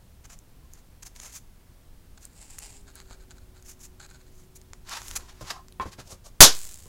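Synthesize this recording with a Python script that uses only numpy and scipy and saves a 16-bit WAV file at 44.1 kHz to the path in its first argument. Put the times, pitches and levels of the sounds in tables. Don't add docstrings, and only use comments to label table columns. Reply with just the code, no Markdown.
import sys
import numpy as np
from scipy import signal
from scipy.io import wavfile
from scipy.ndimage import uniform_filter1d

SR = 44100
rng = np.random.default_rng(int(sys.argv[2]) if len(sys.argv) > 2 else 0)


def generate_wav(sig):
    pcm = np.round(np.clip(np.atleast_2d(sig).T, -1, 1) * 32767).astype(np.int16)
    wavfile.write(sys.argv[1], SR, pcm)


N = 303400

# (frequency [Hz], decay by 60 dB [s])
ECHO_T60 = [(100, 0.16), (1000, 0.18), (2200, 0.2), (5000, .18), (8000, 0.14), (15000, 0.12)]
# (peak time [s], duration [s], level [dB], tilt [dB/octave])
RUSTLES = [(0.254, 0.027, -50.5, -3.5), (0.331, 0.064, -48.5, -3), (0.769, .1, -60.5, -3.5),
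           (1.031, .015, -42, -1.5), (1.069, .033, -44, -1), (1.165, .026, -50, -2), (1.261, .155, -47, -2),
           (1.363, .076, -43, 0), (2.247, .075, -55, 0), (3.702, 0.098, -48.5, .8),
           (3.84, .086, -48.5, 1.2), (4.398, 0.15, -62, -0.5), (4.566, 0.027, -48, 3),
           (5.091, .2, -47.5, 3), (5.168, 0.025, -27.5, -0.5)]
# (time [s], level [dB])
SLIDE_ENVELOPE = [(2.31, -69), (2.42, -49.5), (2.48, -59), (2.51, -50.5), (2.56, -58.5), (2.65, -44.5),
                  (2.685, -51.5), (2.77, -53), (2.85, -74)]
# (peak time [s], duration [s], level [dB], spacing of after-slips [s])
NUDGES = [(2.178, 0.013, -52, 0.066), (2.889, .07, -56, .08), (2.979, 0.098, -52.5, 0.096),
          (3.126, 0.067, -51, .09), (3.311, 0.027, -52.5, 0.059), (3.574, .07, -60, 0.13),
          (4.004, .017, -46.5, .103), (4.034, .06, -48, .12)]
# (frequency [Hz], width [Hz], level [dB])
BOX_MODES = [(840, 410, -6), (1504, 500, 2), (2330, 610, -7.5), (4260, 1560, 0), (6620, 530, -2),
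             (7550, 1900, -0.5), (9900, 870, -11), (11400, 700, -10)]
# (time [s], peak level [dB], tilt [dB/octave])
TICKS = [(.3896, -35, 3), (.7359, -32, 7), (1.1625, -31.5, -1), (1.2006, -27, 0), (2.253, -26, 9.5),
         (2.507, -34, 2), (2.5852, -24.5, -2.5), (2.589, -20.5, 9), (2.9554, -31, 8.5), (3.002, -33, -4.5),
         (3.1104, -32.5, -7), (3.3078, -35, -5.5), (3.6254, -38, 0), (4.0638, -40, 1), (4.1028, -39, 2),
         (4.6153, -37, 0.5), (4.7338, -25, -5), (4.8942, -27.5, 1), (5.018, -25, -5.5), (5.0827, -24.5, 3),
         (5.1123, -23, -4.5), (5.684, -35.5, -2), (5.724, -36, -1), (6.633, -26, 0.5), (6.7424, -28, 7.5)]
# (time [s], level [dB])
SWISH_ENVELOPE = [(4.85, -58), (4.898, -44), (4.925, -37.5), (4.974, -32), (4.992, -51), (5.19, -51.5),
                  (5.27, -59.5), (5.295, -50.5), (5.34, -67), (5.415, -58.5), (5.47, -45), (5.493, -42.5),
                  (5.506, -26.5), (5.528, -51), (5.6, -65)]
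# (peak time [s], duration [s], level [dB], tilt [dB/octave])
SCUFFS = [(5.414, 0.049, -49, 4), (5.817, .042, -38, -4), (5.868, 0.084, -53, 1.5), (5.924, .05, -48.5, 2),
          (5.993, 0.062, -45.5, .5)]
# (peak time [s], duration [s], level [dB])
SHUFFLES = [(6.08, 0.07, -52), (6.12, 0.071, -45.5), (6.263, .058, -49.5)]
# (peak time [s], duration [s], level [dB])
GROANS = [(.63, .09, -67.5), (5.2, .2, -59.5), (5.53, .13, -45.5)]
# (frequency [Hz], width [Hz], level [dB])
GROAN_MODES = [(755, 110, -1.5), (1038, 69, 6.5), (1290, 64, -4.5), (1730, 100, -14)]
# (time [s], ring gain [dB], pitch [ratio], thud gain [dB])
KNOCKS = [(5.41, -39.5, 1.02, -33), (5.506, -38.5, 1.14, -39), (5.7987, -18.5, 1.03, -32),
          (5.855, -49, 1.9, -31.5), (5.983, -52, 0.73, -35.5), (6.12, -46, 1.2, -40.5),
          (6.26, -52, 1.13, -49), (6.857, -55, 1.02, -46.5)]
# (frequency [Hz], level [dB], decay by 60 dB [s])
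WOOD_MODES = [(392, -19.5, .14), (766, -33, 0.11), (1021, -4, 0.13), (1123, -16, 0.062), (1270, -19, 0.086),
              (1470, -22, 0.078), (1710, -20, .073), (2200, -23.5, .1), (2525, -24.5, 0.11),
              (3203, -27, 0.081)]
# (peak time [s], duration [s], level [dB])
DRAUGHTS = [(3.25, .73, -54.5), (5.12, .3, -44.5)]

# (frequency [Hz], relative level [dB])
ECHO_SPECTRUM = [(40, -16.5), (200, -10), (480, -5), (900, -7.5), (1600, -8), (2100, -14.5), (2800, -10.5),
                 (3500, -4), (5000, -1.5), (7000, 1), (8200, -6.5), (11500, -4), (15500, -19.5)]
GRIT_SPECTRUM = [(400, -14), (1500, -12.5), (4500, -7.5), (6000, -5), (7200, 2), (8500, -3), (11500, -7.5),
                 (13000, -10), (15500, -11)]
RUSTLE_SPECTRUM = [(300, -29), (600, -15), (900, -9.5), (2300, -6.5), (3400, -10.5), (5200, -4.5),
                   (6300, 3), (7300, 2.5), (7900, -3.5), (10000, -7), (11600, -5.5), (13000, -13),
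                   (15500, -13)]
SLIDE_SPECTRUM = [(400, -24), (850, -3), (1250, -14.5), (2700, -7), (3400, -13), (5000, -6.5), (6000, -10),
                  (7500, 1), (9300, -7.5), (11000, -13.5), (12300, -20), (15500, -24)]
TICK_SPECTRUM = [(300, -30), (1200, -8.5), (3000, -6.5), (5500, -2.5), (7000, 6), (8500, 0), (11500, -8),
                 (15000, -17)]
CLOTH_SPECTRUM = [(250, -22), (550, -10), (900, 1.5), (1700, -0.5), (2200, -4), (3200, -4.5), (4700, -3),
                  (7000, -5), (8500, -12.5), (11500, -15.5), (15500, -26)]
SHUFFLE_SPECTRUM = [(250, -25.5), (550, 5), (1100, -4.5), (1900, -12), (4200, -4), (6500, 0.5), (9000, -7),
                    (12000, -10.5), (15500, -20)]
THUD_SPECTRUM = [(30, -5.5), (70, 2), (140, -1.5), (330, -9.5), (700, -12), (1500, -21.5), (5000, -49)]
DRAUGHT_SPECTRUM = [(20, -3.5), (55, 7), (100, -10.5), (200, -20), (500, -21), (2000, -77)]
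RUMBLE_AND_HISS_SPECTRUM = [(12, -34.5), (20, 1), (98, -9), (140, -15), (175, -16.5), (297, -23),
                            (612, -30.5), (665, -29), (765, -33), (855, -31.5), (1100, -34), (1230, -35),
                            (2600, -39), (15400, -42.5)]


def bang(start_s=6.4057, blast_db=4, blast_decay_s=0.0095, echo_db=9, late_db=-40, late_t60=0.78):
    out, t = np.zeros(N), seconds(.6)
    direct, walls = rng.standard_normal((2, len(t)))
    blast_band = signal.butter(2, [400, 1600], "bandpass", fs=SR, output="sos")
    blast = amp(blast_db) * unit_rms(signal.sosfilt(blast_band, direct)) * np.exp(-t / blast_decay_s)
    hz, age, bands = signal.stft(walls, SR, nperseg=256)
    t60 = np.interp(hz, *np.transpose(ECHO_T60))[:, None]
    decay = amp(echo_db - 60 * age / t60) + amp(late_db - 60 * age / late_t60)
    echoes = colour(signal.istft(bands * decay, SR)[1][:len(t)], ECHO_SPECTRUM)
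    suction = -2.8 * np.exp(-t / 0.011)
    recovery = 0.26 * np.exp(-t / 0.084)
    add(out, start_s, blast + echoes + suction + recovery)
    return out


def grit(start_s=6.44, rise_s=0.12, level_db=-40.5, fall_db_per_s=56.5):
    age = np.arange(N) / SR - start_s
    envelope = np.clip(age / rise_s, 0, 1) * amp(level_db - fall_db_per_s * np.maximum(age - rise_s, 0))
    patter = grains(N, per_s=1600, spread_db=5) + .5 * rng.standard_normal(N)
    return colour(envelope * patter, GRIT_SPECTRUM)


def fingers():
    return sum(bursts([stroke], RUSTLE_SPECTRUM, per_s=5000, spread_db=2.5, hiss=0.65,
                      edge_db=10.5, rise_share=.58, tilt_db=tilt_db) for *stroke, tilt_db in RUSTLES)


def box(after_slip_s=0.05, step_db=-8):
    slide = glide(SLIDE_ENVELOPE, SLIDE_SPECTRUM, per_s=2300, spread_db=4, hiss=0.64)
    strokes = []
    for time, length, db, gap in NUDGES:
        strokes.append((time, length, db))
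        strokes += [(time + k * gap, after_slip_s, db + k * step_db) for k in (1, 2)]
    return slide + bursts(strokes, resonances(BOX_MODES, skirt=1.27), per_s=1400, spread_db=3,
                          hiss=0.22, edge_db=12.5, rise_share=.45, tilt_db=-1.5)


def ticks(decay_s=0.0006):
    out, t = np.zeros(N), seconds(0.041)
    for time, db, tilt_db in TICKS:
        impulse = 0.14 * (t == 0)
        chatter = .5 * rng.standard_normal(len(t)) * np.exp(-t / decay_s)
        snap = colour(impulse + chatter, TICK_SPECTRUM, tilt_db)
        add(out, time, amp(db) * snap / abs(snap).max())
    return out


def clothes_and_feet():
    swishes = glide(SWISH_ENVELOPE, CLOTH_SPECTRUM, per_s=7000, spread_db=2, hiss=0.97)
    scuffs = sum(bursts([stroke], CLOTH_SPECTRUM, per_s=7000, spread_db=4, hiss=1.22,
                        edge_db=24, rise_share=.3, tilt_db=tilt_db) for *stroke, tilt_db in SCUFFS)
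    return swishes + scuffs


def foot_shuffles():
    return bursts(SHUFFLES, SHUFFLE_SPECTRUM, per_s=6400, spread_db=1, hiss=1.3,
                  edge_db=15, rise_share=.42)


def furniture_groans():
    return bursts(GROANS, resonances(GROAN_MODES), per_s=780, spread_db=5, hiss=0.35,
                  edge_db=15, rise_share=.31)


def knocks(thud_t60=0.098, thud_rise_s=0.0021, scatter_s=0.011):
    out, t = np.zeros(N), seconds(.3)
    scatter_rad = 1 - np.exp(-t / scatter_s)
    thud_envelope = amp(-60 * t / thud_t60) * (1 - np.exp(-t / thud_rise_s))
    for time, ring_db, pitch, thud_db in KNOCKS:
        ring = np.zeros(len(t))
        for hz, db, t60 in WOOD_MODES:
            phase = 2 * np.pi * hz * pitch * t + scatter_rad * wander(len(t), span=300)
            ring += amp(db - 60 * t / t60) * np.sin(phase)
        thud = colour(rng.standard_normal(len(t)) * thud_envelope, THUD_SPECTRUM)
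        add(out, time, amp(ring_db) * ring + amp(thud_db) * thud)
    return out


def draughts():
    return bursts(DRAUGHTS, DRAUGHT_SPECTRUM, per_s=300, spread_db=1, hiss=1.8,
                  edge_db=13, rise_share=.43)


def motor_hum(on_s=2.4, off_s=6.45, rise_s=0.36, fall_s=0.72, level_db=-66.5,
              start_hz=432, steady_hz=369.5, settle_s=0.52, waver_hz=4):
    t = np.arange(N) / SR
    hz = steady_hz + (start_hz - steady_hz) * np.exp(-((t - on_s) / settle_s) ** 2)
    fade = np.clip(np.minimum((t - on_s) / rise_s, (off_s - t) / fall_s), 0, 1)
    phase = 2 * np.pi * np.cumsum(hz + waver_hz * wander(N, span=2000)) / SR
    lower_orders = np.sin(phase / 3) + np.sin(2 * phase / 3)
    return amp(level_db) * fade * np.sqrt(2) * (np.sin(phase) + amp(-6) * lower_orders)


def noise_floor(level_db=-50.5):
    return amp(level_db) * unit_rms(colour(rng.standard_normal(N), RUMBLE_AND_HISS_SPECTRUM, size=16384))


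def room(x, t60=.22, gap_s=.003):
    t = seconds(0.43)
    tail = grains(len(t), per_s=4200, spread_db=0.5) * amp(-60 * t / t60) * (t > gap_s)
    return signal.fftconvolve(x, tail / np.linalg.norm(tail))[:N]


def bursts(events, spectrum, per_s, spread_db, hiss, edge_db, rise_share, tilt_db=0):
    out = np.zeros(N)
    for peak_s, length, db in events:
        rise_s = rise_share * length
        t = seconds(length) - rise_s
        from_peak = np.where(t < 0, t / rise_s, t / (length - rise_s))
        envelope = amp(db - edge_db * from_peak ** 2) * signal.windows.tukey(len(t), .1)
        source = envelope * slips(len(t), per_s, spread_db, hiss)
        add(out, peak_s - rise_s, colour(np.pad(source, (0, 2048)), spectrum, tilt_db))
    return out


def glide(levels, spectrum, per_s, spread_db, hiss):
    db = np.interp(np.arange(N) / SR, *np.transpose(levels), left=-np.inf, right=-np.inf)
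    return colour(amp(db) * slips(N, per_s, spread_db, hiss), spectrum)


def slips(count, per_s, spread_db, hiss, catch_db=2.63, catch_hz=110):
    samples = np.arange(count)
    grip = np.interp(samples * catch_hz / SR, samples, rng.standard_normal(count))
    texture = grains(count, per_s, spread_db) + hiss * rng.standard_normal(count)
    return unit_rms(texture * amp(catch_db * grip))


def grains(count, per_s, spread_db):
    sizes = amp(spread_db * np.minimum(rng.exponential(1, count), 4))
    return unit_rms(sizes * rng.choice([-1, 1], count) * (rng.random(count) < per_s / SR))


def resonances(modes, skirt=1):
    hz = np.geomspace(100, 16000, 400)
    gain = sum(amp(db) / (1 + (2 * (hz - centre) / width) ** 2) ** skirt for centre, width, db in modes)
    return np.column_stack([hz, 20 * np.log10(gain)])


def colour(x, spectrum, tilt_db=0, size=4096):
    octave = np.log2(abs(np.fft.fftfreq(size, 1 / SR)) + 10)
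    hz, db = np.transpose(spectrum)
    gain_db = np.maximum(np.interp(octave, np.log2(hz + 1), db), -100) + tilt_db * octave
    log_response = np.conj(signal.hilbert(np.log(amp(gain_db))))
    taps = np.fft.ifft(np.exp(log_response)).real[:size // 2]
    return signal.fftconvolve(x, taps / np.linalg.norm(taps))[:len(x)]


def wander(count, span):
    return unit_rms(uniform_filter1d(rng.standard_normal(count), size=span))


def amp(db):
    return 10 ** (np.asarray(db) / 20)


def unit_rms(x):
    return x / np.sqrt(np.mean(x ** 2) + 1e-20)


def add(mix, start_s, sound):
    part = mix[round(start_s * SR):][:len(sound)]
    part += sound[:len(part)]


def seconds(length):
    return np.arange(int(length * SR)) / SR


def scene(near_wet_db=-15, far_wet_db=-10):
    near = fingers() + box() + ticks() + grit() + foot_shuffles()
    far = clothes_and_feet() + furniture_groans() + knocks()
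    background = motor_hum() + noise_floor() + draughts()
    reverberation = room(amp(near_wet_db) * near + amp(far_wet_db) * far)
    return (bang() + near + far + reverberation + background)[None]


def record(dry, cutoff_hz=15900):
    clipped = np.clip(dry, -1, 1)
    lowpass = signal.firwin(511, cutoff_hz, window=("kaiser", 9), fs=SR)
    return signal.oaconvolve(clipped, lowpass[None], "same")


dry = scene()
out = record(dry)
generate_wav(out)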